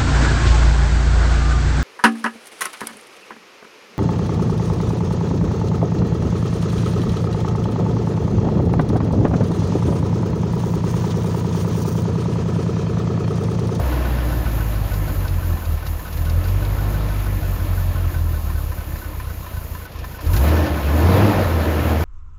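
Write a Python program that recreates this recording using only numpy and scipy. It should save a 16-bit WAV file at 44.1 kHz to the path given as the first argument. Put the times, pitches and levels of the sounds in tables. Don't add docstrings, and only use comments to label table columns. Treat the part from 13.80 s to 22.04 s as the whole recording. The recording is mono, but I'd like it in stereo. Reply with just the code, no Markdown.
import sys
import numpy as np
from scipy import signal
from scipy.fft import rfft, irfft
from scipy.io import wavfile
from scipy.ndimage import uniform_filter1d

SR = 44100
rng = np.random.default_rng(int(sys.argv[2]) if len(sys.argv) > 2 else 0)


def digitize_waveform(pressure):
    field = np.atleast_2d(pressure).T
    bounded = np.clip(field, -1, 1)
    quanta = np.round(bounded * 32767).astype(np.int16)
    wavfile.write(sys.argv[1], SR, quanta)


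N = 363384
TIME = np.arange(N) / SR
BIN_HZ = np.maximum(np.fft.rfftfreq(N, 1 / SR), 1)
IDLE_HZ = 47


def undb(db):
    return 10 ** (np.asarray(db) / 20)


def unit(x):
    return x / np.sqrt(np.mean(x ** 2))


def over_time(table):
    return np.interp(TIME, *np.transpose(table))


def over_hz(table):
    hz, value = np.transpose(table)
    return np.interp(np.log(BIN_HZ), np.log(np.maximum(hz, 1)), value)


def shaped(x, gain):
    return irfft(rfft(x) * gain, N)


def noise(colour):
    return unit(shaped(rng.standard_normal(N), colour))


def lowpass(hz):
    return 1 / (1 + 1j * BIN_HZ / hz)


def highpass(hz):
    return 1 - lowpass(hz)


def resonance(hz, width_hz):
    return 1 / (1 + 1j * (BIN_HZ ** 2 - hz ** 2) / (BIN_HZ * width_hz))


def modes(table):
    return sum((-1) ** k * undb(db) * resonance(f, w) for k, (f, w, db) in enumerate(table))


def walk(rate):
    hold = int(SR / rate)
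    steps = np.repeat(rng.standard_normal(N // hold + 1), hold)
    return unit(uniform_filter1d(uniform_filter1d(steps, hold), hold)[:N])


def bursts(events, rise_s, fall_s, samples):
    envelope, t = np.zeros(N), TIME[:samples]
    for s, db in events:
        envelope[int(s * SR):][:samples] += undb(db) * (1 - np.exp(-t / rise_s)) * np.exp(-t / fall_s)
    return envelope


def crossings(cycles):
    return np.flatnonzero(np.diff(np.floor(cycles)))


def pull(hz):
    lag_s, hard_hz_per_s = .091, 116
    keep = np.exp(-1 / (lag_s * SR))
    acceleration = signal.lfilter([1 - keep], [1, -keep], np.gradient(hz) * SR)
    return np.tanh(np.maximum(acceleration, 0) / hard_hz_per_s)


def cylinders(hz, firings):
    # (time [s], delay [firing intervals])
    thump_delay = [(4.75, 0), (4.95, 0.42), (6.0, 0.434), (6.12, 0)]
    cylinder_db = [0.6, -1.5, 0.6, 0.4, 2, 0.3, -2.6, 1.5]
    # (middle time [s], run length [firings], loss [dB])
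    misfires = [(.643, 0.92, 12), (1.085, 1.2, 11), (1.279, 0.65, 15), (1.343, 0.74, 10), (1.47, 0.5, 33),
                (1.61, 0.89, 29), (1.774, 1.15, 30), (1.835, 1.4, 9), (2.02, 2.6, 8), (2.175, 2.5, 4.5),
                (2.285, 4.3, 9), (2.631, 1.4, 9), (2.966, 0.89, 11), (3.609, 1.06, 21), (3.781, 1.14, 15),
                (3.863, 0.71, 8), (4.135, 1.03, 16), (4.318, 1.46, 17), (4.618, 1.2, 9), (4.945, 1.4, 8),
                (5.045, 2, 9), (5.2, 3.3, 6), (5.32, 1.4, 8), (5.425, 0.8, 4), (5.53, 2.1, 4),
                (5.675, 2.7, 10), (5.89, 0.91, 7), (5.965, 0.72, 8), (6.085, 2.8, 15), (6.3, 0.8, 7),
                (6.4, 3.6, 11.5), (6.875, 3.1, 18), (6.995, 5.8, 8), (7.475, 1.4, 2), (7.85, 1.8, 8),
                (8.035, 1.9, 9)]
    lead, weak_cylinder = .65, 6
    at = crossings(firings + lead - over_time(thump_delay))
    cylinder = np.arange(len(at)) % 8
    size_draw, delay_draw = rng.standard_normal((N // 200, 2))[:len(at)].T
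    overrun = np.clip(-np.gradient(uniform_filter1d(hz, 2000))[at] * SR / 95, 0, 1) ** 3
    sag = np.clip((45 / hz[at]) ** 6, .3, 3.6) + .3 * overrun
    size_db = np.array(cylinder_db)[cylinder] - .6 * sag * abs(size_draw)
    size_db -= 7.3 * overrun * (cylinder % 2)
    size_db -= np.minimum(sag, 1.05) * (cylinder == weak_cylinder)
    for s, missed, loss_db in misfires:
        size_db -= loss_db * np.exp(-((at / SR + .013 - s) * hz[at] / (missed / 2 + .31)) ** 4)
    jitter = (.016 * sag * delay_draw * SR / hz[at]).astype(int)
    pulses = np.zeros(N)
    pulses[np.clip(at + jitter, 0, N - 1)] = undb(size_db) / np.sqrt(hz[at])
    return pulses


def exhaust_level(hz):
    ease_db = 3.5 * np.exp(-((hz - 79) / 4) ** 2)
    starve_db = .57 * np.maximum(40 - hz, 0) * (1 - pull(hz))
    return -19 + 5.5 * pull(hz) - ease_db - starve_db


def exhaust(hz, firings):
    # (frequency [Hz], width [Hz], level [dB])
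    pipe_modes = [(36.6, 20, 1.5), (83.1, 21.9, 10), (207.5, 20.5, 1)]
    # (frequency [Hz], width [Hz], level [dB])
    bark_modes = [(206, 26, -2.5), (320, 60, -7)]
    # (frequency [Hz], width [Hz], level [dB])
    chamber_modes = [(75, 50, -14), (152, 38, -13)]
    pulses = cylinders(hz, firings)
    boom = unit(shaped(pulses, modes(pipe_modes) * lowpass(120) ** 4 * highpass(24) ** 2))
    slow = np.clip((41 - hz) / 8, 0, 1)
    boom += slow * (undb(2) * uniform_filter1d(boom, size=200) - boom)
    bark = undb(-9 + .66 * (hz - 99.5)) * unit(shaped(pulses, modes(bark_modes)))
    gas = (.3 + unit(shaped(pulses, lowpass(12)))) * rng.standard_normal(N)
    tumble = shaped(unit(gas), 20.6 * modes(chamber_modes) * highpass(34.5) ** 3)
    tumble *= undb(-.15 * np.maximum(hz - 60, 0))
    return (boom + bark + tumble) * undb(exhaust_level(hz))


def clatter_level(hz):
    speed_db = .3223 * (np.minimum(hz, 95) - IDLE_HZ)
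    coast_db = .0149 * np.minimum(np.gradient(uniform_filter1d(hz, size=4000)) * SR, 0)
    return -36 + speed_db + 2 * pull(hz) + coast_db


def load(hz):
    clatter_db = clatter_level(hz)
    return clatter_db - np.median(clatter_db)


def block(hz, firings):
    # (frequency [Hz], relative level [dB])
    clatter_spectrum = [(90, 7.5), (190, 3.5), (250, 3), (420, -0.5), (1000, -4.5), (1180, -9.5),
                        (1500, -10.5), (2500, -11), (4000, -18.5), (7000, -24)]
    # (frequency [Hz], width [Hz], gain [dB])
    panels = [(488, 120, 3), (950, 23, 3), (1307, 160, 4), (400, 58, -3.5), (261, 25, -8)]
    panel_db = sum(db * abs(resonance(f, w)) ** 2 for f, w, db in panels)
    throb = 1 + .5 * np.exp(-(firings % 1) / .81) + .029 * np.cos(2 * np.pi * firings / 8)
    clatter = shaped(throb * rng.standard_normal(N), undb(over_hz(clatter_spectrum) + panel_db))
    clatter /= np.std(shaped(clatter, (BIN_HZ > 200) & (BIN_HZ < 2500)))
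    spectrum = rfft(clatter)
    out, load_db = 0, load(hz)
    for octave in np.arange(-3.5, 3.6, .5):
        off_centre = np.clip((np.log2(BIN_HZ / 1000) - octave) * np.pi, -np.pi / 2, np.pi / 2)
        band = irfft(spectrum * np.cos(off_centre) ** 2, N)
        flicker_db = .4 * walk(9) + 1.2 * walk(25)
        tilt_db = -.1364 * max(octave, -1.5) * load_db
        body_db = -.14 * (octave < -.6) * np.minimum(load_db, 0)
        out = out + band * undb(tilt_db + flicker_db + body_db)
    return out * undb(clatter_level(hz))


def hood(hz):
    # (frequency [Hz], width [Hz], level [dB])
    hood_modes = [(213, 21.6, -0.5), (302.8, 17.2, 6), (353.6, 11.7, 1.5), (601, 88, -4.5), (1766, 63, -10)]
    load_db = load(hz)
    drum_db = -37.5 + 13.5 * np.tanh(load_db / 11) + 1.8 * np.minimum(load_db + 2.5, 0)
    return noise(modes(hood_modes)) * undb(drum_db + 2 * walk(12))


def carburettor(hz, firings):
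    # (frequency [Hz], relative level [dB])
    hiss_spectrum = [(2500, -56), (4000, -7.5), (5400, -10.5), (6700, -2), (8700, 2.5), (10500, 0.5),
                     (11500, -1.5), (13300, 3), (14500, 2.5), (15800, -13)]
    # (time [s], rise [s], fall [s], boost [dB])
    gulps = [(6.57, 0.086, 0.13, 9.5), (7.33, 0.22, 0.16, 3.5)]
    # (start [s], length [s], depth [dB])
    chokes = [(1.948, 0.11, 4.5), (6.062, 0.19, 12), (6.243, 0.15, 2.5), (6.378, 0.03, 19)]
    # (time [s], level [dB])
    spits = [(2.0627, -30), (2.3246, -32), (2.3694, -32), (2.4495, -31.5), (2.495, -35), (6.116, -37),
             (6.1549, -40), (6.186, -34.5), (6.239, -38), (6.292, -45), (6.4073, -34), (6.463, -32),
             (6.532, -24), (6.562, -22), (6.678, -25)]
    # (frequency [Hz], relative level [dB])
    spit_spectrum = [(1500, 5), (3800, 2.5), (7000, -1.5), (13500, -2), (15800, -27)]
    hiss_db, choke_edge_s = -41 + .0327 * (hz - IDLE_HZ), .0077
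    for s, rise_s, fall_s, boost_db in gulps:
        hiss_db += boost_db * np.exp(-((TIME - s) / np.where(TIME < s, rise_s, fall_s)) ** 2)
    for s, length_s, depth_db in chokes:
        hiss_db -= depth_db * np.clip(np.minimum(TIME - s, s + length_s - TIME) / choke_edge_s, 0, 1)
    flow = undb(hiss_db + 1.53 * walk(23)) * (1 + .092 * np.cos(2 * np.pi * firings))
    air = flow * noise(undb(over_hz(hiss_spectrum)))
    puffs = bursts(spits, rise_s=.003, fall_s=.013, samples=SR // 8)
    return air + puffs * noise(undb(over_hz(spit_spectrum)))


def engine_bay(hz, firings):
    return block(hz, firings) + hood(hz) + carburettor(hz, firings)


def valves(hz, firings):
    # (frequency [Hz], width [Hz], level [dB])
    cover_modes = [(1059, 31, 6.5), (1308, 117, -1), (1757, 36, -5), (2785, 120, -10), (4020, 560, -19),
                   (12500, 4900, -28)]
    at = crossings(2 * firings)
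    delay_draw, size_draw = rng.standard_normal((N // 100, 2))[:len(at)].T
    seats = np.zeros(N)
    seats[np.clip(at + (90 * delay_draw).astype(int), 0, N - 1)] = undb(5.5 * np.clip(size_draw, -2, 2))
    chatter = shaped(seats, lowpass(27) ** 2) * rng.standard_normal(N)
    return unit(shaped(chatter, modes(cover_modes))) * undb(-43 + .06 * load(hz))


def blows(cycles, place, db, scatter_db):
    at = crossings(cycles - place)
    return np.transpose([at / SR, db[at] + scatter_db * rng.standard_normal(len(at))])


def struck(events, ring_modes):
    rise_s, crack_s, crack_db = .003, .0076, -7
    out, t = np.zeros(N + SR), TIME[:SR // 10]
    draws = rng.standard_normal((len(events), len(ring_modes), 3))
    cracks = noise(resonance(990, 3300))[:len(events) * 600].reshape(-1, 600)
    for (s, peak_db), draw, crack in zip(events, draws, cracks):
        ring = np.zeros(len(t))
        for (hz, db, t60), (detune, strength, phase) in zip(ring_modes, draw):
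            tone = np.sin(2 * np.pi * (hz * (1 + .008 * detune) * t + phase))
            ring += tone * undb(db + 1.5 * strength - 60 * t / t60)
        ring[:600] += undb(crack_db) * crack * np.exp(-t[:600] / crack_s)
        ring *= 1 - np.exp(-t / rise_s)
        out[int(s * SR):][:len(t)] += undb(peak_db) * ring / abs(ring).max()
    return out[:N]


def rocker_and_lifters(hz, firings):
    # (frequency [Hz], level [dB], time to fall 60 dB [s])
    tap_modes = [(1495, 0, .09), (1290, -10, .05), (1010, -8, .06)]
    # (frequency [Hz], level [dB], time to fall 60 dB [s])
    knock_modes = [(1780, -1.5, .055), (1015, 0, .07), (1560, -6, .04), (1300, -7, .04), (2350, -8, .03)]
    # (time [s], level [dB])
    hard_knocks = [(4.917, -27), (5.155, -26), (5.398, -24.5), (5.663, -27), (5.948, -24.5), (6.241, -24),
                   (6.388, -27)]
    cam_turns, pull_db = firings / 8, 2 * pull(hz)
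    tap_db = -28 + pull_db + .3 * (np.minimum(hz, 52) - IDLE_HZ)
    bounce_db = -35.5 + pull_db + .9 * np.clip(38 - hz, 0, 6)
    knock_db = -26 + pull_db - .5 * np.maximum(hz - 32.8, 0)
    taps = blows(cam_turns, place=.975, db=tap_db, scatter_db=1)
    bounces = blows(cam_turns, place=.095, db=bounce_db, scatter_db=1)
    knocks = blows(cam_turns, place=.73, db=knock_db, scatter_db=1.5)
    gap_s = abs(knocks[:, :1] - np.array(hard_knocks)[:, 0]).min(axis=1)
    knocks = np.vstack([knocks[gap_s > .05], hard_knocks])
    rattle = blows(firings, place=.57, db=knock_db - 15, scatter_db=3.5)
    rattle = rattle[rattle[:, 1] > -43]
    rocker = struck(np.vstack([taps, bounces]), tap_modes)
    return rocker + struck(np.vstack([knocks, rattle]), knock_modes)


def steel_ticks():
    # (time [s], level [dB])
    ticks = [(1.138, -30.5), (1.479, -30), (1.853, -33), (2.066, -33), (2.265, -36), (2.496, -29),
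             (2.64, -34), (2.683, -30.5), (2.849, -34), (3.287, -39)]
    # (frequency [Hz], width [Hz], level [dB])
    steel_modes = [(2550, 300, 0.5), (3760, 210, 4.5), (4630, 500, 1), (5350, 400, -1), (6800, 1000, -5.5)]
    return bursts(ticks, rise_s=.0015, fall_s=.006, samples=SR // 20) * noise(modes(steel_modes))


def scene():
    # (time [s], firing rate [Hz])
    speed = [(0, 64.24), (.481, 59), (.882, 52.29), (1.311, 47.83), (2.235, 34.11), (2.797, 48.82),
             (3.17, 51.24), (3.822, 45.7), (4.209, 43.58), (4.711, 36.75), (5.47, 30.68), (6.224, 26.47),
             (6.404, 30.38), (6.532, 47.73), (6.649, 75.96), (6.75, 81), (6.85, 80), (7.03, 68),
             (7.24, 84.5), (7.43, 103), (7.5, 102), (7.75, 79.5), (8.24, 78.7)]
    # (frequency [Hz], level against direct [dB])
    scatter_spectrum = [(60, -6), (250, -15.5), (700, -6.5), (1900, -9.5), (3000, -6.5), (6000, -6.5),
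                        (8800, -35), (10500, 0.5), (14000, -23)]
    # (frequency [Hz], left minus right [dB])
    mic_balance = [(250, -1), (700, .2), (1500, -.2), (4400, 1.5), (8000, 0)]
    # (frequency [Hz], left lead [rad])
    mic_phase = [(1460, -.2), (2600, .7), (2930, 1.3), (4600, .1), (5300, .6), (5770, -1.9), (6630, -1.1),
                 (7670, -2.7), (8800, -3.14), (9730, -3.9), (13200, -6.2), (15400, -6.3)]
    hz = over_time(speed)
    firings = np.cumsum(hz) / SR
    direct = exhaust(hz, firings) + engine_bay(hz, firings)
    direct += rocker_and_lifters(hz, firings) + valves(hz, firings) + steel_ticks()
    scattered = shaped(engine_bay(hz, firings), undb(over_hz(scatter_spectrum)))
    left_mic = undb(over_hz(mic_balance) / 2) * np.exp(.5j * over_hz(mic_phase))
    return np.array([shaped(direct + scattered, left_mic), shaped(direct - scattered, 1 / left_mic)])


def record(dry):
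    top_cut = signal.ellip(10, .2, 70, 15750, fs=SR, output="sos")
    return signal.sosfilt(top_cut, np.tanh(1.1 * dry) / 1.1)


dry = scene()
out = record(dry)
digitize_waveform(out)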